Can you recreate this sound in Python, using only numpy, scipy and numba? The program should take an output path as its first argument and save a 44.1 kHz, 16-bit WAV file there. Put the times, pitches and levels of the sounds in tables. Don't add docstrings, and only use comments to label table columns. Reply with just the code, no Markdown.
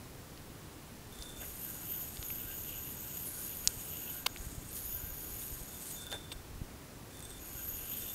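import sys
import numpy as np
from scipy import signal
from scipy.fft import rfft, irfft
from scipy.io import wavfile
from numba import njit

SR = 44100
rng = np.random.default_rng(int(sys.argv[2]) if len(sys.argv) > 2 else 0)


def unload_wav(signal):
    wavfile.write(
        sys.argv[1],
        SR,
        np.round(np.clip(np.atleast_2d(signal).T, -1, 1) * 32767).astype(np.int16),
    )


N = 359318


def amp(db):
    return 10 ** (np.asarray(db) / 20)


def rms_one(x):
    return x / np.sqrt(np.mean(x ** 2) + 1e-20)


def in_time(rows):
    times, *columns = np.transpose(rows)
    return [np.interp(np.arange(N) / SR, times, column) for column in columns]


def gate(start, end, rise_db_per_s, fall_db_per_s):
    t = np.arange(N) / SR
    loss_db = rise_db_per_s * np.maximum(start - t, 0) + fall_db_per_s * np.maximum(t - end, 0)
    return amp(-np.minimum(loss_db, 200))


def drift(hz):
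    r = np.exp(-2 * np.pi * hz / SR)
    return rms_one(signal.lfilter([1], [1, -2 * r, r * r], rng.standard_normal(N + SR))[SR:])


def grains(per_s, spread_db):
    sizes = amp(spread_db * np.minimum(rng.exponential(1, N), 5)) * rng.choice([-1, 1], N)
    return rms_one(sizes * (rng.random(N) < per_s / SR))


def ring(x, hz, t60):
    r, w = amp(-60 / (t60 * SR)), 2 * np.pi * min(hz, .45 * SR) / SR
    return signal.lfilter([0, np.sin(w)], [1, -2 * r * np.cos(w), r * r], x + 1e-18)


@njit
def glide(x, cosine, r):
    y = np.zeros(len(x))
    for i in range(2, len(x)):
        y[i] = x[i] - x[i - 2] + 2 * r * cosine[i] * y[i - 1] - r * r * y[i - 2]
    return y


def moving_band(x, hz, width_hz):
    cosine, r = np.cos(2 * np.pi * hz / SR), np.exp(-np.pi * width_hz / SR)
    return rms_one(glide(glide(x, cosine, r), cosine, r))


def burst(s, db, ms, bands):
    out, t, onset = np.zeros(N), np.arange(4000) / SR, round(s * SR)
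    force = rng.standard_normal(len(t)) * np.exp(-(1000 * t / ms) ** 4)
    force[0] = 1.4
    drive = np.diff(force, prepend=0)
    for hz, width_hz, band_db in bands:
        t60 = np.log(1000) / (np.pi * width_hz)
        sound = ring(ring(drive, hz, t60), hz, t60 / 2)
        out[onset:onset + len(t)] += amp(db + band_db) * sound[:N - onset] / np.abs(sound).max()
    return out


# f/Hz, relative spectral level/dB
ROOM_SPECTRUM = [(12, -44), (20, -2), (42, -7.5), (70, -2.5), (113, -3), (208, -8), (283, -7.5),
                 (523, -14.5), (584, -16), (1210, -20), (3110, -25.5), (3890, -26.5), (15700, -29)]
def room_tone():
    hz = np.arange(N // 2 + 1) * SR / N + 1
    knots_hz, knots_db = np.transpose(ROOM_SPECTRUM)
    shape = amp(np.interp(np.log(hz), np.log(knots_hz), knots_db))
    noise = rms_one(irfft(rfft(rng.standard_normal(N)) * shape, N))
    lows = signal.sosfilt(signal.butter(2, 90, fs=SR, output="sos"), noise)
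    return amp(-49.5) * (noise + lows * (amp(3.5 * drift(1.4)) - 1))


# t/s, relative level/dB, half-height width/ms, sign (push +1, pull -1)
AIR_PUFFS = [(1.201, -42, 6.7, -1), (2.194, -39.5, 4.9, 1), (2.454, -44, 4.1, 1), (3.676, -43, 7.7, -1),
             (3.774, -41.5, 4.3, 1), (4.405, -38, 7.7, -1), (4.469, -35, 3.5, -1), (4.528, -42, 2, 1),
             (4.582, -37.5, 3.7, -1), (5.039, -41, 3.6, -1), (5.529, -39, 5.7, -1), (5.569, -46, 2.5, -1),
             (5.617, -39.5, 4.6, -1), (6.361, -41.5, 8.3, -1), (6.557, -39.5, 4.3, 1), (6.618, -32, 2.8, 1),
             (7.556, -44, 3.9, 1)]
def puffs():
    t, pressure = np.arange(N) / SR, np.zeros(N)
    for s, db, ms, sign in AIR_PUFFS:
        pressure += sign * amp(db + 6.5) * np.exp(-np.log(16) * (1000 * (t - s) / ms) ** 2)
    return signal.sosfilt(signal.butter(2, 25, "high", fs=SR, output="sos"), pressure)


# t/s, peak level/dB, duration/ms
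RIM_PINGS = [(4.675, -45.5, 30), (6.02, -48, 15), (6.322, -40, 7), (7.226, -47, 20), (7.252, -47, 3),
             (7.27, -46, 56), (7.985, -51, 30), (8.1, -57, 45)]
def pings():
    hz, width_hz = 8290, 100
    return sum(burst(s, db, ms, [(hz, width_hz, 0)]) for s, db, ms in RIM_PINGS)


# f/Hz, bandwidth/Hz, gain/dB
THUD_BANDS, THUD_MS = [(596, 670, -0.48), (1480, 1000, -0.56)], 45
# t/s, level/dB
JERKS = [(1.412, -43.5), (6.119, -36.5)]
def thuds():
    return sum(burst(s, db, THUD_MS, THUD_BANDS) for s, db in JERKS)


# f/Hz, T60/s, gain/dB when rolled, when dragged, when knocked
MODES = [(1452, 0.31, -6.5, -16, -32), (1580, 0.2, -4, -23, -25), (3548, 0.09, -29, -7.5, -21),
         (3560, 0.071, -16, -7, -13), (6744, 0.024, 4, -26, -22), (8350, 0.12, -28, -25, -32),
         (13000, 0.015, 3, -32, -30)]
def knocked_halves(contacts):
    knocks = np.zeros(N)
    for s, db, _, coupling_db in contacts:
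        knocks[round(s * SR)] += amp(db + coupling_db)
    return sum(amp(db) * ring(knocks, hz, t60) for hz, t60, *_, db in MODES)


def dragged_halves(force):
    return sum(amp(db) * ring(force, hz, t60) * np.sqrt(4 * np.log(1000) / (t60 * SR))
               for hz, t60, _, db, _ in MODES)


# t/s, peak level/dB, f/Hz, coupling to the halves/dB
STRING_TICKS = [(0.376, -41, 3700, -22), (1.1255, -40, 11000, 0), (1.1885, -34, 7000, -7),
                (1.224, -29, 5130, -10), (1.372, -46, 7000, -14), (2.166, -42, 4500, -22),
                (2.171, -31, 5000, -16), (2.2277, -27.5, 4000, -28), (2.25, -28, 12500, -17),
                (2.3033, -30.5, 2320, -24), (4.3615, -33.5, 1770, -24), (4.3719, -36.5, 3000, -22),
                (4.73, -32, 12100, -17), (5.42, -34, 13000, -8), (6.067, -35, 9000, 4),
                (6.11, -40, 7000, -15), (7.171, -38, 9050, -10), (7.193, -34, 9000, -12),
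                (7.205, -36, 6600, -24), (7.2255, -33.5, 9900, -8), (7.2518, -32, 8500, -5),
                (7.305, -36, 9000, -8)]
def ticks():
    clicks = sum(burst(s, db, ms=1, bands=[(hz, 0.76 * hz, 0)]) for s, db, hz, _ in STRING_TICKS)
    return clicks + knocked_halves(STRING_TICKS)


# f/Hz, bandwidth/Hz, gain/dB
SLAP_BANDS = [(1160, 1130, -8.5), (2920, 4100, 3), (8660, 9100, -4)]
# t/s, level/dB, duration/ms, coupling to the halves/dB
SLAP_HITS = [(4.2614, -25, 1.4, -25), (4.2639, -17.5, 5.7, -26), (6.117, -33, 2.2, 5),
             (6.1265, -32, 2.1, 8.5), (6.3175, -36.5, 12, 5)]
def slaps():
    return sum(burst(s, db, ms, SLAP_BANDS) for s, db, ms, _ in SLAP_HITS) + knocked_halves(SLAP_HITS)


# f/Hz, bandwidth/Hz, gain/dB
SNAP_BANDS = [(6170, 3200, 0.4), (5200, 620, -23), (6550, 880, -19)]
def snap(s=3.6744, tail_lag_s=0.003):
    crack = burst(s, db=-4, ms=.015, bands=SNAP_BANDS)
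    return crack + burst(s + tail_lag_s, db=-17, ms=1.15, bands=[(4940, 6700, 0)])


# t/s, duration/s, drag level/dB, rustle level/dB
WINDS = [(1.125, .27, -58.5, -59), (1.23, 0.0072, -55.5, -55), (5.7, 0.084, -65, -64),
         (5.965, 0.065, -51, -50), (6.12, 0.0058, -41.5, -48), (6.206, 0.17, -62, -67),
         (7.115, 0.15, -63, -57.5), (7.308, 0.066, -58.5, -58), (7.93, 0.17, -59, -58)]
def winding():
    gates = np.array([gate(s, s + length, rise_db_per_s=700, fall_db_per_s=247)
                      for s, length, *_ in WINDS])
    *_, drag_db, rustle_db = np.transpose(WINDS)
    slips = grains(4000, spread_db=2.2) * amp(2.5 * drift(45))
    rustle = moving_band(slips, np.full(N, 8000.), width_hz=9500)
    return dragged_halves(amp(drag_db) @ gates * slips) + amp(rustle_db) @ gates * rustle


# start t/s, end t/s, song level/dB, hum level/dB, gap whistle re upper whir band/dB
FREE_SPINS = [(1.374, 4.23, -60.0, -66.5, -9.5), (4.3, 6.0, -59.5, -69, -20), (7.4, 8.2, -59.5, -64.0, -6)]
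def spinning(levels_db=0):
    gates = [gate(start, end, rise_db_per_s=300, fall_db_per_s=250) for start, end, *_ in FREE_SPINS]
    return np.sum(amp(levels_db) * np.transpose(gates), axis=1)


# t/s, level/dB, f/Hz
STRING_RUB = [(1.33, -65, 7950), (1.37, -62, 7660), (1.45, -56.5, 9100), (2.81, -59.5, 8200),
              (2.88, -55.5, 9800), (2.99, -59.5, 7600), (3.4, -51, 9700), (3.65, -57, 9400),
              (3.71, -55, 8500), (4.228, -59, 8500), (4.245, -71, 8400), (4.295, -66, 8130),
              (4.439, -55.5, 8550), (4.613, -62.5, 7900), (4.795, -52, 9750), (5.085, -61.5, 9530),
              (5.199, -55.5, 10000), (5.487, -54.5, 8920), (5.695, -59.5, 8700), (5.909, -50, 8600),
              (5.973, -66, 8340), (6.08, -49, 9140), (7.36, -65, 8300), (7.534, -59, 9060),
              (7.732, -59.5, 8410), (7.758, -57.5, 9550), (8.148, -55.5, 8200)]
def string_hiss():
    hiss_db, hiss_hz = in_time(STRING_RUB)
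    fibres = grains(6000, spread_db=2.5) * amp(1.6 * drift(26))
    bright = moving_band(fibres, hiss_hz, width_hz=3600)
    rustle = amp(0.5) * rms_one(signal.lfilter([1, 0, -1], [1, -.5], fibres))
    return spinning() * amp(hiss_db) * (bright + rustle)


# t/s, lower band level/dB, upper band re lower/dB
WHIR = [(1.33, -70, -9), (1.39, -69, -1), (1.41, -53.5, 0), (1.57, -58, -6), (1.63, -47, -4.5),
        (1.81, -58, -2), (1.92, -45, 1), (2.03, -50, 0.5), (2.17, -62, -3), (2.3, -42.5, -7),
        (2.41, -53, 5.5), (2.81, -49.5, -5.5), (2.93, -50, -3), (2.97, -65, 12), (2.99, -57, 7),
        (3.15, -56, 6), (3.27, -43.5, -6), (3.33, -51, -19), (3.45, -45, -14), (3.65, -54.5, 3),
        (3.71, -59, 3), (3.93, -48, -4), (3.97, -54.5, 5), (4.168, -47.5, -0.5), (4.245, -60, -1),
        (4.295, -68, 2), (4.477, -62, 0), (4.533, -71, -1), (4.687, -67, 0), (4.751, -46, -4),
        (4.851, -52, -1), (4.969, -46, 2), (4.985, -56, 5), (5.467, -52, -2), (5.671, -60, -6),
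        (5.943, -52.5, -5), (6.053, -75, -3), (6.08, -63, -3), (7.36, -76, -6), (7.414, -57.5, -7),
        (7.7, -44, -12.5), (7.848, -53.5, -3), (7.94, -44.5, -1), (7.956, -57, 5), (7.974, -42, -8),
        (8.008, -48, -5), (8.148, -44.5, -9)]
def rim_whir(lower_hz=12090, upper_hz=14160):
    lower_db, tilt_db = in_time(WHIR)
    eddies = [grains(8000, spread_db=4.5) * amp(1.3 * drift(37)) for rim in range(2)]
    lower = moving_band(eddies[0], lower_hz * amp(0.32 * drift(19)), width_hz=940)
    upper = moving_band(eddies[1], upper_hz * amp(0.17 * drift(25)), width_hz=990)
    return spinning() * (amp(lower_db) * lower + amp(lower_db + tilt_db) * upper)


def bearing_song(turns_per_s=60, reference_whir_db=-52):
    lower_db, tilt_db = in_time(WHIR)
    swell_db = lower_db + tilt_db / 2 - reference_whir_db
    *_, song_db, hum_db, gap_db = np.transpose(FREE_SPINS)
    hum_gain = spinning(hum_db) * amp(5.5 * drift(3.8))
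    middle_gain = spinning(song_db) * amp(0.3 * swell_db + 1.5 * drift(10.4))
    top_gain = spinning(-52) * amp(0.7 * swell_db)
    turn = np.sin(2 * np.pi * turns_per_s * np.cumsum(1 + 0.099 * drift(3.3)) / SR)
    rolling = grains(4000, spread_db=3.0) * amp(turn + 1.37 * drift(20))
    song = 0
    for hz, t60, rolled_db, *_ in MODES:
        gain = hum_gain if hz < 2000 else top_gain if hz > 10000 else middle_gain
        song += gain * amp(rolled_db) * rms_one(ring(rolling, hz, t60))
    gap_gain = spinning(gap_db) * amp(lower_db + tilt_db + 3 * drift(7.0))
    gap_hz = 2840 + 21 * swell_db
    return song + gap_gain * moving_band(rolling, gap_hz, width_hz=900)


def scene():
    sustained = bearing_song() + rim_whir() + string_hiss() + winding()
    impacts = ticks() + slaps() + thuds() + pings() + snap()
    return np.tile(sustained + impacts + puffs() + room_tone(), (2, 1))


def record(dry):
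    return signal.sosfilt(signal.ellip(12, .5, 60, 15720, fs=SR, output="sos"), dry)


dry = scene()
out = record(dry)
unload_wav(out)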